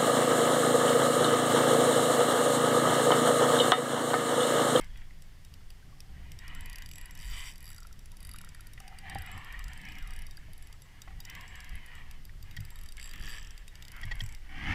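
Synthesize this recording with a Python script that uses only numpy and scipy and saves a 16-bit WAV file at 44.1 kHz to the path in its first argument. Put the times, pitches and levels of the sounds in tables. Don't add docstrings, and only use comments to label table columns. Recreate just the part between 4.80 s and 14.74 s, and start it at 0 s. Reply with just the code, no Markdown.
import sys
import numpy as np
from scipy.fft import rfft, irfft, next_fast_len
from scipy.io import wavfile
from scipy.ndimage import uniform_filter1d, map_coordinates

SR = 44100
rng = np.random.default_rng(int(sys.argv[2]) if len(sys.argv) > 2 else 0)


def transcribe(u):
    v = np.clip(np.atleast_2d(u).T, -1, 1)
    q = np.round(v * 32767).astype(np.int16)
    wavfile.write(sys.argv[1], SR, q)


N = 438354


def teeth(slip, first=0):
    s, rate, *cols = np.transpose(slip)
    t = np.arange(s[0], s[-1], 1 / SR)
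    turned = np.cumsum(np.interp(t, s, rate)) / SR
    times = np.interp(np.arange(first, turned[-1]), turned, t)
    return np.transpose([times] + [np.interp(times, s, col) for col in cols])


# (time [s], teeth per second [1/s], tick level [dB], brightness [dB], click-spring ring [dB], rim ring [dB])
SLIPPING_PULLS = [
    [(1.518, 18.0, -48.0, -3.0, -72.5, -52.0), (1.596, 9.4, -49.0, -1.0, -69.5, -53.0),
     (1.841, 19.7, -47.5, 9.0, -71.0, -57.0), (1.971, 40.1, -46.0, 4.0, -76.5, -50.0),
     (2.018, 20.0, -47.5, -2.0, -73.0, -51.0), (2.132, 49.0, -48.5, 2.0, -64.0, -55.0),
     (2.258, 16.9, -47.5, 9.0, -71.0, -54.0), (2.348, 25.1, -51.0, 4.0, -71.0, -60.0),
     (2.398, 84.3, -51.5, -1.0, -69.0, -61.0)],
    [(2.736, 48.9, -56.5, -2.0, -75.0, -60.0), (2.807, 37.3, -54.0, 0.0, -74.0, -58.0),
     (2.863, 91.3, -52.0, 0.0, -71.0, -53.0), (3.071, 18.0, -53.5, 3.0, -82.0, -56.0),
     (3.199, 14.5, -55.0, 4.0, -76.0, -61.0), (3.325, 17.6, -53.0, 2.0, -81.0, -58.0)],
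    [(3.369, 20.8, -52.5, -1.0, -80.0, -56.0), (3.437, 49.3, -49.5, 4.0, -77.0, -51.0),
     (3.567, 41.3, -47.5, 5.0, -73.0, -52.0), (3.702, 17.3, -51.0, 6.0, -78.0, -54.0),
     (3.998, 14.6, -50.0, -1.0, -78.0, -54.0), (4.193, 6.9, -48.5, -6.0, -80.0, -52.0)],
    [(4.297, 15.5, -48.0, -5.0, -77.0, -45.0), (4.387, 30.1, -49.0, -3.0, -73.0, -50.0),
     (4.501, 17.3, -52.0, 4.0, -67.0, -58.0), (4.726, 11.7, -50.0, 2.0, -67.0, -62.0),
     (4.89, 27.5, -49.0, -5.0, -76.0, -58.0)],
    [(4.933, 23.0, -51.5, -1.0, -74.0, -61.0), (5.183, 32.6, -51.5, -3.0, -76.0, -62.0),
     (5.23, 15.4, -51.5, 3.0, -72.0, -57.0), (5.306, 34.6, -50.5, -4.0, -73.0, -54.0),
     (5.396, 37.7, -52.0, 3.0, -79.0, -58.0), (5.436, 18.9, -49.0, -4.0, -73.0, -54.0),
     (5.484, 24.7, -52.0, -4.0, -77.0, -53.0), (5.579, 10.7, -52.5, 1.0, -75.0, -52.0)],
    [(5.733, 22.1, -53.5, 2.0, -77.0, -58.0), (5.863, 21.4, -52.5, -2.0, -75.0, -59.0),
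     (6.029, 5.4, -51.0, 0.0, -75.0, -56.0)],
    [(6.403, 19.5, -45.5, -3.0, -77.0, -48.0), (6.451, 22.0, -45.5, -3.0, -72.0, -50.0),
     (6.724, 11.4, -52.5, 2.0, -64.0, -62.0), (6.811, 25.9, -49.0, -2.0, -71.0, -59.0),
     (7.033, 6.6, -52.5, -1.0, -81.0, -61.0), (7.16, 14.3, -54.0, -1.0, -74.0, -59.0)],
    [(7.627, 10.1, -51.0, -2.0, -78.0, -51.0), (7.728, 14.5, -52.5, -2.0, -81.0, -56.0),
     (7.771, 27.1, -47.0, -2.0, -74.0, -51.0), (7.846, 20.1, -51.0, 0.0, -74.0, -57.0),
     (7.93, 16.0, -52.0, 3.0, -64.0, -57.0), (8.014, 46.8, -53.0, 2.0, -74.0, -57.0),
     (8.178, 15.2, -49.0, -2.0, -76.0, -49.0)],
    [(8.197, 60.0, -50.5, -6.0, -66.0, -49.0), (8.229, 70.6, -49.0, -6.0, -64.0, -52.0),
     (8.335, 40.7, -50.0, -2.0, -75.0, -52.0), (8.405, 58.1, -56.0, -1.0, -68.0, -62.0)],
    [(8.611, 63.6, -55.0, -2.0, -71.0, -59.0), (8.709, 18.9, -51.0, -4.0, -76.0, -56.0),
     (8.784, 8.0, -49.5, -3.0, -77.0, -53.0), (8.962, 15.2, -48.0, -5.0, -78.0, -50.0)],
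    [(9.024, 39.0, -48.0, -6.0, -81.0, -51.0), (9.172, 16.8, -50.5, 0.0, -80.0, -60.0),
     (9.234, 28.5, -51.5, -1.0, -76.0, -59.0), (9.273, 8.2, -53.0, 0.0, -74.0, -58.0),
     (9.361, 10.3, -53.5, 1.0, -71.0, -58.0), (9.4, 50.7, -51.0, -3.0, -70.0, -61.0),
     (9.518, 26.7, -50.0, -5.0, -71.0, -63.0), (9.556, 58.6, -49.5, -6.0, -77.0, -57.0)],
]
# (time [s], level [dB])
SINGLE_CREEPS = [(0.011, -52), (0.0437, -53), (0.1734, -54.5), (0.4214, -55), (0.6485, -53),
                 (0.7389, -51.5), (0.9034, -52), (1.204, -48), (6.2182, -47.5), (7.3113, -50.5),
                 (7.452, -50.5)]
CREEP_BRIGHT_DB, CREEP_SPRING_DB = -2, -75
# (time [s], ticks per second [1/s], level [dB])
LINE_RUNS = [
    [(2.395, 88, -51), (2.43, 117, -52), (2.49, 137, -52.5), (2.53, 220, -54), (2.56, 245, -54.5),
     (2.595, 240, -52), (2.635, 214, -55.5), (2.68, 220, -52.5), (2.705, 150, -53), (2.732, 79, -56)],
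    [(8.405, 68, -54), (8.44, 97, -51.5), (8.485, 107, -50.5), (8.54, 123, -52), (8.58, 96, -53),
     (8.606, 55, -60)],
]
RUN_BRIGHT_DB, RUN_SPRING_DB = -2.5, -69.5
CREEP_RIM_DB, RUN_RIM_DB = -6.5, -0.5


def ticks():
    rows = [(s, db, CREEP_BRIGHT_DB, CREEP_SPRING_DB, db + CREEP_RIM_DB) for s, db in SINGLE_CREEPS]
    for pull in SLIPPING_PULLS:
        rows += [tuple(tick) for tick in teeth(pull)]
    for run in LINE_RUNS:
        rows += [(s, db, RUN_BRIGHT_DB, RUN_SPRING_DB, db + RUN_RIM_DB) for s, db in teeth(run, first=.5)]
    return np.array(sorted(rows))


# (frequency [Hz], width [Hz], level [dB])
PAWL_RESONANCES = [(2810, 660, 1), (4970, 270, 1), (5614, 290, 3.5), (7470, 740, -1), (8740, 420, 1),
                   (11120, 630, 4.5), (13400, 740, -4.5), (14560, 180, 2)]
# (frequency [Hz], level [dB], t60 [s])
CLICK_SPRING = [(7670, 5, .21), (7750, -1, .16)]
# (frequency [Hz], level [dB], t60 [s])
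RIM_MODES = [(3767, -13.5, 0.089), (4744, 0.5, 0.028)]


def drag(snap_t60=0.013, rise_s=0.0002, fresh=0.63, drift_db=3.5, size_scatter_db=1.25, ring_scatter_db=4.0,
         spring_trim_db=1, rim_trim_db=1, bright_scatter_db=2, rest_s=0.08, rested_db=5):
    s, db, bright_db, springs_db, rims_db = ticks().T
    t = np.arange(SR // 6) / SR
    short = t[:SR // 25]
    grit, new, chance = rng.standard_normal((len(s), 3, len(short))).transpose(1, 0, 2)
    grit = unit(uniform_filter1d(grit, size=7, axis=0)) + fresh * new
    snaps = grit * amp(-60 * short / snap_t60) * (1 - np.exp(-short / rise_s))
    drift = unit(uniform_filter1d(chance.T[:len(PAWL_RESONANCES)], size=5, axis=1))
    pawl = body([(hz, width, peak_db + drift_db * d[:, None])
                 for (hz, width, peak_db), d in zip(PAWL_RESONANCES, drift)])
    hardness_db = bright_db + bright_scatter_db * chance[:, -2]

    def tilt(hz):
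        return amp(hardness_db[:, None] * np.interp(hz, [7000, 10500, 12000, 14000], [0, 1, 1, .2]))

    snaps = filtered(snaps, lambda hz: pawl(hz) * tilt(hz))
    snaps /= snaps[:, :SR // 250].std(axis=1, keepdims=True)
    snaps *= amp(db + size_scatter_db * chance[:, -1])[:, None]
    rests = np.minimum(np.diff(s, prepend=0) / rest_s, 1)
    (low_hz, low_db, low_t60), high_mode = RIM_MODES
    rims, springs = amp(rims_db + rim_trim_db), amp(springs_db + spring_trim_db)
    out = np.zeros(N)
    for at, snap, rim, spring, rest in zip(s, snaps, rims, springs, rests):
        add(out, at, snap)
        rim_modes = [(low_hz, low_db + rested_db * rest, low_t60), high_mode]
        bend = 1 + rng.normal() / 280
        side = rng.choice([-1, 1])
        add(out, at, side * rim * ring(rim_modes, bend * t, ring_scatter_db))
        add(out, at, spring * ring(CLICK_SPRING, bend * t, ring_scatter_db))
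    return out


# (frequency [Hz], level [dB])
WHIRR_SPECTRUM = [(290, -64), (500, -23), (605, -26), (746, -5.5), (848, -17), (945, -8.5), (1480, -18.5),
                  (1680, -5), (1920, 1), (2220, -5), (2330, -5), (2720, -10.5), (2980, -4.5), (3500, -18),
                  (4400, -23.5), (5720, -35), (9680, -120)]
# (start [s], length [s], whirr level at the start [dB])
CRANK_SPELLS = [(1.36, 0.21, -63), (1.64, 0.38, -52), (2.19, 0.11, -56), (2.39, 0.29, -54.5),
                (2.54, 0.13, -53), (2.82, .14, -60.5), (3.42, 0.5, -64), (4.03, 0.22, -59.5),
                (4.27, 0.54, -49), (4.88, 0.54, -53), (5.06, 0.058, -52), (5.42, 0.5, -65),
                (6.07, .38, -64.5), (6.49, 0.15, -50.5), (6.72, 0.24, -52.5), (7.0, .04, -56.5),
                (7.1, 0.097, -54), (7.24, 0.12, -61), (7.68, 0.39, -61)]
CRANK_ATTACK_S, CRANK_SAG_DB_PER_S, CRANK_RELEASE_S = 0.06, 3.5, 0.05
# (start [s], length [s], level at the start before the groan trim [dB])
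ROTOR_GROANS = [(.8, .65, -80), (4.06, 0.086, -60), (4.26, 0.068, -53), (4.44, 0.16, -63),
                (6.27, 0.16, -71)]


def gears(groan_trim_db=1, mesh_hz=104, mesh_depth=0.043):
    mesh_rate = mesh_hz * (1 + 0.11 * wobble(2.8))
    mesh = 1 + mesh_depth * np.sin(2 * np.pi * np.cumsum(mesh_rate) / SR)
    whirr = off_the_hands(noise(colour(WHIRR_SPECTRUM), grain_db=2) * mesh * amp(0.67 * wobble(35)))
    groan = noise(lambda hz: body([(778, 90, 0)])(hz) ** 2)
    turning = strokes(CRANK_SPELLS, CRANK_ATTACK_S, CRANK_SAG_DB_PER_S, CRANK_RELEASE_S)
    rubbing = strokes(ROTOR_GROANS, attack_s=0.059, sag_db_per_s=-7, release_s=0.021)
    return turning * whirr + line_rub(turning) + amp(groan_trim_db) * rubbing * groan


def line_rub(turning, rub_db=-9, rub_hz=1550, wander_octaves=.3):
    phase = 2 * np.pi * np.cumsum(rub_hz * 2 ** (wander_octaves * wobble(7))) / SR
    grip = unit(uniform_filter1d(rng.standard_normal((2, N)), size=200, axis=1))
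    note = grip[0] * np.sin(phase) + grip[1] * np.cos(phase)
    return amp(rub_db) * turning * unit(amp(2.2 * wobble(9)) * note)


# (frequency [Hz], width [Hz], level [dB])
SPINNING_SPOOL = [(2060, 110, 0), (2350, 130, 3.5), (3060, 110, 7), (3580, 160, -1), (4750, 92, -9),
                  (8100, 480, -8)]


def spool(whizz_db=-48):
    s, rate, _ = np.transpose(LINE_RUNS[0])
    speed = np.interp(now(), s, rate / rate.max(), left=0, right=0)
    return amp(whizz_db) * speed ** 2 * noise(body(SPINNING_SPOOL), grain_db=3)


# (time [s], hollow ring level [dB], clack level [dB], clack pitch [Hz])
HANDLE_KNOCKS = [(3.977, -62, -42, 1960), (4.004, -46.5, -50, 1190), (4.126, -54, -47, 1306),
                 (4.3565, -27.5, -32, 1794), (6.276, -49, -42, 1105), (6.279, -45, -47, 1990),
                 (6.306, -48, -46, 1900)]
# (frequency [Hz], level [dB], t60 [s])
HOLLOW_REEL = [(791, -3.5, 0.071), (760, -32, 0.04), (335.8, -19, 0.052)]


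def handle(clack_t60=0.033, crack_db=-2):
    out, t = np.zeros(N), np.arange(SR // 8) / SR
    for s, hollow_db, clack_db, hz in HANDLE_KNOCKS:
        clack = ring([(hz, -3, clack_t60)], t) + amp(crack_db) * burst(hz, t, clack_t60)
        add(out, s, amp(hollow_db) * ring(HOLLOW_REEL, t) + amp(clack_db) * clack)
    return out


# (time [s], rasp level [dB], rasp length [s], shrill level relative to the rasp [dB], thump level [dB])
ROD_JERKS = [(7.773, -41.5, 0.0059, -5.5, -31), (9.236, -39, 0.0059, -7.5, -34.5),
             (9.317, -34.5, 0.0088, -11, -39), (9.407, -38.5, 0.0044, 4, -32.5)]
# (frequency [Hz], width [Hz], level [dB])
RASP_RESONANCES = [(810, 560, -20), (1921, 20.4, 8.5), (2500, 340, -20), (7100, 1000, -32.5)]
# (frequency [Hz], width [Hz], level [dB])
SHRILL_RESONANCES = [(3230, 67, 1.5), (4570, 200, -13), (5370, 300, -16.5)]


def rod(thump_delay_s=0.0139, thump_rise_s=0.0041):
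    out, t = np.zeros(N), np.arange(SR // 4) / SR
    rasp, shrill = noise(body(RASP_RESONANCES)), noise(body(SHRILL_RESONANCES))
    for s, db, length, shrill_db, thump_db in ROD_JERKS:
        width = np.where(now() < s, length / 2, length)
        swell = 1 / (1 + ((now() - s) / width) ** 4)
        jerk = unit(swell * rasp) + amp(shrill_db) * unit(swell * shrill)
        out += amp(db) * jerk * np.sqrt(np.mean(swell ** 2))
        thump = ring([(60, 0.0, 0.15), (103.6, 2.0, 0.19), (147, -6, 0.14)], t)
        add(out, s + thump_delay_s, amp(thump_db) * thump * (1 - np.exp(-t / thump_rise_s)))
    return out


# (start [s], length [s], level [dB])
SLEEVE_BRUSHES = [(0, 0.014, -50.5), (.06, .06, -71.5), (.16, 0.061, -62), (.27, 0.034, -78),
                  (8.95, 0.23, -60.5), (9.15, 0.27, -52.5), (9.48, 0.063, -58)]
# (time [s], level before the trims in jacket() [dB])
ARM_SWEEP = [(9.62, -67), (9.784, -46), (9.93, -35), (9.94, -39)]
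# (frequency [Hz], level [dB])
CLOTH_SPECTRUM = [(120, -38), (200, -18), (292, -1.5), (418, -42), (735, -8.5), (967, -11), (1390, -12.5),
                  (1640, -5), (2160, -1), (2520, -11.5), (3050, -8), (3740, -24.5), (5270, -25),
                  (8230, -41), (12000, -42), (15600, -70), (22000, -120)]
# (start [s], length [s], level at the start [dB])
JACKET_SHIFTS = [(1.7, 0.082, -61.5), (5.04, 0.14, -58.5), (8.33, 0.16, -63)]
# (frequency [Hz], width [Hz], level [dB])
CASE_RESONANCES = [(171, 44, 2.5), (306, 58, -4.5)]
# (start [s], end [s], start pitch [Hz], end pitch [Hz], level [dB])
SLEEVE_SWISHES = [(0, 0.324, 3340, 3290, -68), (4.507, 4.603, 1166, 1350, -57),
                  (4.636, 4.723, 1294, 1510, -60), (4.703, 4.786, 1650, 1990, -48),
                  (6.479, 6.733, 1253, 827, -60), (9.113, 9.248, 1403, 1290, -56.5)]


def jacket(sweep_trim_db=1, case_trim_db=-8):
    sweep = level(ARM_SWEEP)
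    stroke = strokes(SLEEVE_BRUSHES, attack_s=0.05, sag_db_per_s=0, release_s=0.038) + amp(sweep_trim_db) * sweep
    out = stroke * off_the_hands(noise(colour(CLOTH_SPECTRUM), grain_db=2.5))
    shifting = strokes(JACKET_SHIFTS, attack_s=0.048, sag_db_per_s=3, release_s=0.044)
    out += (amp(case_trim_db) * sweep + shifting) * noise(body(CASE_RESONANCES))
    for start, end, start_hz, end_hz, db in SLEEVE_SWISHES:
        n = int((end - start) * SR)
        weave = unit(uniform_filter1d(rng.standard_normal((2, N)), size=260, axis=1)[:, :n])
        phase = 2 * np.pi * np.cumsum(np.linspace(start_hz, end_hz, n)) / SR
        note = weave[0] * np.sin(phase) + weave[1] * np.cos(phase)
        add(out, start, amp(db) * np.hanning(n) * note)
    return out


def bubble(hz, cycles, glide=0.036, splat_db=-6):
    t = np.arange(SR // 15) / SR
    age = t * hz / max(cycles, 2)
    tone = np.sin(2 * np.pi * hz * t * (1 + glide * np.minimum(age, 1)))
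    tone *= amp(-60 * age) * (1 - np.exp(-t * hz / 2))
    return tone + amp(splat_db) * burst(1.07 * hz, t, t60=0.019)


# (start [s], length [s], level at the start [dB])
FISH_THRASHES = [(8.18, 0.15, -55.5), (8.34, 0.059, -53.5), (8.44, 0.13, -47.5), (8.66, 0.14, -61)]
# (frequency [Hz], level [dB])
SPRAY_SPECTRUM = [(180, -44), (300, -29.5), (363, -12), (637, -16.5), (1350, -6), (1480, -17), (1710, 3.5),
                  (2290, -7), (3210, -1.5), (4400, -28), (5720, -50), (9680, -120)]
# (time [s], level before the plip trim [dB], pitch [Hz])
CLEAR_PLIPS = [(0.159, -44, 1960), (0.218, -44.5, 1880), (0.308, -48, 2000), (2.904, -47, 1370),
               (2.984, -46, 1350), (3.023, -48, 1358), (3.05, -45.5, 1338), (3.11, -51.5, 1334),
               (3.491, -40.5, 1930), (3.543, -43, 1240), (3.56, -46, 1380), (3.608, -44.5, 1400),
               (3.639, -45, 1352), (3.673, -48, 1380), (3.749, -46.5, 1844), (3.794, -43.5, 1360),
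               (5.577, -46.5, 1640), (5.683, -53.5, 621.3), (7.494, -44, 1867), (8.18, -38, 2130),
               (8.198, -37, 2108), (8.337, -34.5, 1920), (8.405, -39, 1740), (8.477, -36, 1800),
               (8.582, -36.5, 1730)]
PLIP_CYCLES = 33.4


def water(plip_trim_db=2, lap_db=-64, lap_hz=1500, count=110):
    thrash = strokes(FISH_THRASHES, attack_s=0.023, sag_db_per_s=6, release_s=0.071)
    out = thrash * unit(noise(colour(SPRAY_SPECTRUM), grain_db=2.5) * amp(1.7 * wobble(90)))
    for s, db, hz in CLEAR_PLIPS:
        add(out, s, amp(db + plip_trim_db) * bubble(hz, PLIP_CYCLES))
    for when, size, pitch in rng.random((count, 3)):
        lap = bubble(lap_hz * 2 ** (1.4 * (pitch - .5)), cycles=64)
        add(out, when * N / SR, amp(lap_db + 10 * size ** 2) * lap)
    return out


# (time [s], buffet level [dB], rumble level [dB])
STEADY_BREEZE = [(0, -41.5, -54.5), (.7, -53, -55.5), (1.0, -54, -54), (1.35, -48.5, -51.5),
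                 (2.6, -49, -53.5), (3.15, -49, -58.5), (3.5, -47, -52), (3.8, -50, -55), (4.5, -50.5, -51),
                 (5.85, -46, -56), (6.05, -56.5, -56), (6.5, -51.5, -54), (8.55, -43, -56),
                 (8.77, -47.5, -58), (9.1, -52, -55), (9.94, -39.5, -58.5)]
# (time of the peak [s], length [s], buffet level [dB], rumble level [dB])
WIND_GUSTS = [(0.18, 0.065, -41.5, -67), (0.882, 0.11, -46.5, -65), (1.777, 0.14, -42, -51),
              (1.94, .13, -42.5, -55.5), (2.24, 0.073, -47.5, -61), (2.512, 0.17, -39, -64),
              (4.36, 0.16, -48.5, -46), (4.546, .16, -52, -53), (4.832, 0.17, -41, -63),
              (5.244, 0.1, -40, -64), (5.382, 0.2, -40.5, -58), (6.36, 0.13, -44.5, -56),
              (6.94, 0.076, -38.5, -61), (7.33, 0.23, -46, -68), (7.694, .2, -55, -52),
              (8.03, 0.1, -45, -60), (8.44, 0.12, -42, -48.5), (9.361, 0.27, -38.5, -59),
              (9.903, 0.15, -53, -37)]
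# (frequency [Hz], level [dB])
BUFFET_SPECTRUM = [(8.8, -14), (15, 7), (28, -2.5), (55, -14), (90, -35), (120, -72), (200, -120)]
# (frequency [Hz], level [dB])
RUMBLE_SPECTRUM = [(35, -35), (60, 2.5), (118, -5), (173, -10), (231, -19), (291, -20), (333, -27),
                   (385, -32.5), (600, -35), (780, -39), (1320, -120)]


def wind(buffet_trim_db=3, flutter_db=1.7):
    buffet_power, rumble_power = level(STEADY_BREEZE) ** 2, level(STEADY_BREEZE, axis=2) ** 2
    for s, length, gust_buffet_db, gust_rumble_db in WIND_GUSTS:
        bell = np.exp(-np.minimum((2 * (now() - s) / length) ** 2, 20))
        buffet_power += amp(gust_buffet_db) ** 2 * bell
        rumble_power += amp(gust_rumble_db) ** 2 * bell
    eddies = noise(colour(BUFFET_SPECTRUM))
    eddies /= np.sqrt(np.abs(uniform_filter1d(eddies ** 2, size=SR // 12)) + 0.036)
    rumble = amp(flutter_db * wobble(14)) * noise(colour(RUMBLE_SPECTRUM))
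    return amp(buffet_trim_db) * np.sqrt(buffet_power) * eddies + np.sqrt(rumble_power) * rumble


# (frequency [Hz], level [dB])
HISS_SPECTRUM = [(210, -44), (350, -2), (591, -6), (761, -5.5), (1440, -6.5), (1940, -1.5), (2500, -8),
                 (2930, -5), (4030, -11), (4790, -8), (6380, -13), (13400, -18), (15500, -19.5)]


def hiss(hiss_db=-64):
    return amp(hiss_db) * noise(colour(HISS_SPECTRUM))


def amp(db):
    return 10 ** (np.asarray(db) / 20)


def unit(x):
    return x / np.sqrt(np.mean(x ** 2, axis=-1, keepdims=True) + 1e-20)


def now():
    return np.arange(N) / SR


def level(rows, axis=1):
    cols = np.transpose(rows)
    return amp(np.interp(now(), cols[0], cols[axis], left=-140, right=-140))


def wobble(rate):
    return map_coordinates(rng.standard_normal(int(N * rate / SR) + 4), [now() * rate])


def filtered(x, response):
    n = x.shape[-1]
    m = next_fast_len(n + 4096)
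    return irfft(rfft(x, m) * response(np.fft.rfftfreq(m, 1 / SR)), m)[..., :n]


def colour(points):
    f, db = np.transpose(points)
    return lambda hz: amp(np.interp(np.log(hz + 1), np.log(f), db))


def body(peaks):
    def response(f):
        return sum(amp(db) * 1j * f * w / (c * c - f * f + 1j * f * w) * (-1) ** k
                   for k, (c, w, db) in enumerate(peaks))
    return response


def noise(response, grain_db=0):
    return unit(filtered(rng.standard_normal(N) * amp(grain_db * wobble(700)), response))


def ring(modes, t, scatter_db=1):
    return sum(amp(db + scatter_db * rng.normal() - 60 * t / t60) * np.sin(2 * np.pi * hz * t)
               for hz, db, t60 in modes)


def burst(hz, t, t60):
    x = filtered(rng.standard_normal(len(t)) * amp(-60 * t / t60), lambda f: body([(hz, .7 * hz, 0)])(f) ** 2)
    return x / np.abs(x).max()


def add(track, s, sound):
    start = int(np.clip(round(s * SR), 0, N))
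    track[start:start + len(sound)] += sound[:N - start]


def off_the_hands(x):
    delay_s = .0022 * np.exp(.13 * wobble(3))
    return unit(x + .45 * np.interp(now() - delay_s, now(), x))


def strokes(rows, attack_s, sag_db_per_s, release_s):
    t, power = now(), np.zeros(N)
    for start, length, db in rows:
        near = slice(*np.searchsorted(t, [start - attack_s, start + length + 6 * release_s]))
        age = t[near] - start
        gain = (1 + np.minimum(age, 0) / attack_s) * np.exp(-np.maximum(age - length, 0) / release_s)
        power[near] += (gain * amp(db - sag_db_per_s * age)) ** 2
    return np.sqrt(power)


def scene():
    reel = drag() + gears() + spool() + handle()
    angler = rod() + jacket()
    return (reel + angler + water() + wind() + hiss())[None]


def record(dry, top_hz=15300):
    return filtered(dry, lambda hz: 1 / np.sqrt(1 + (hz / top_hz) ** 120))


dry = scene()
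out = record(dry)
transcribe(out)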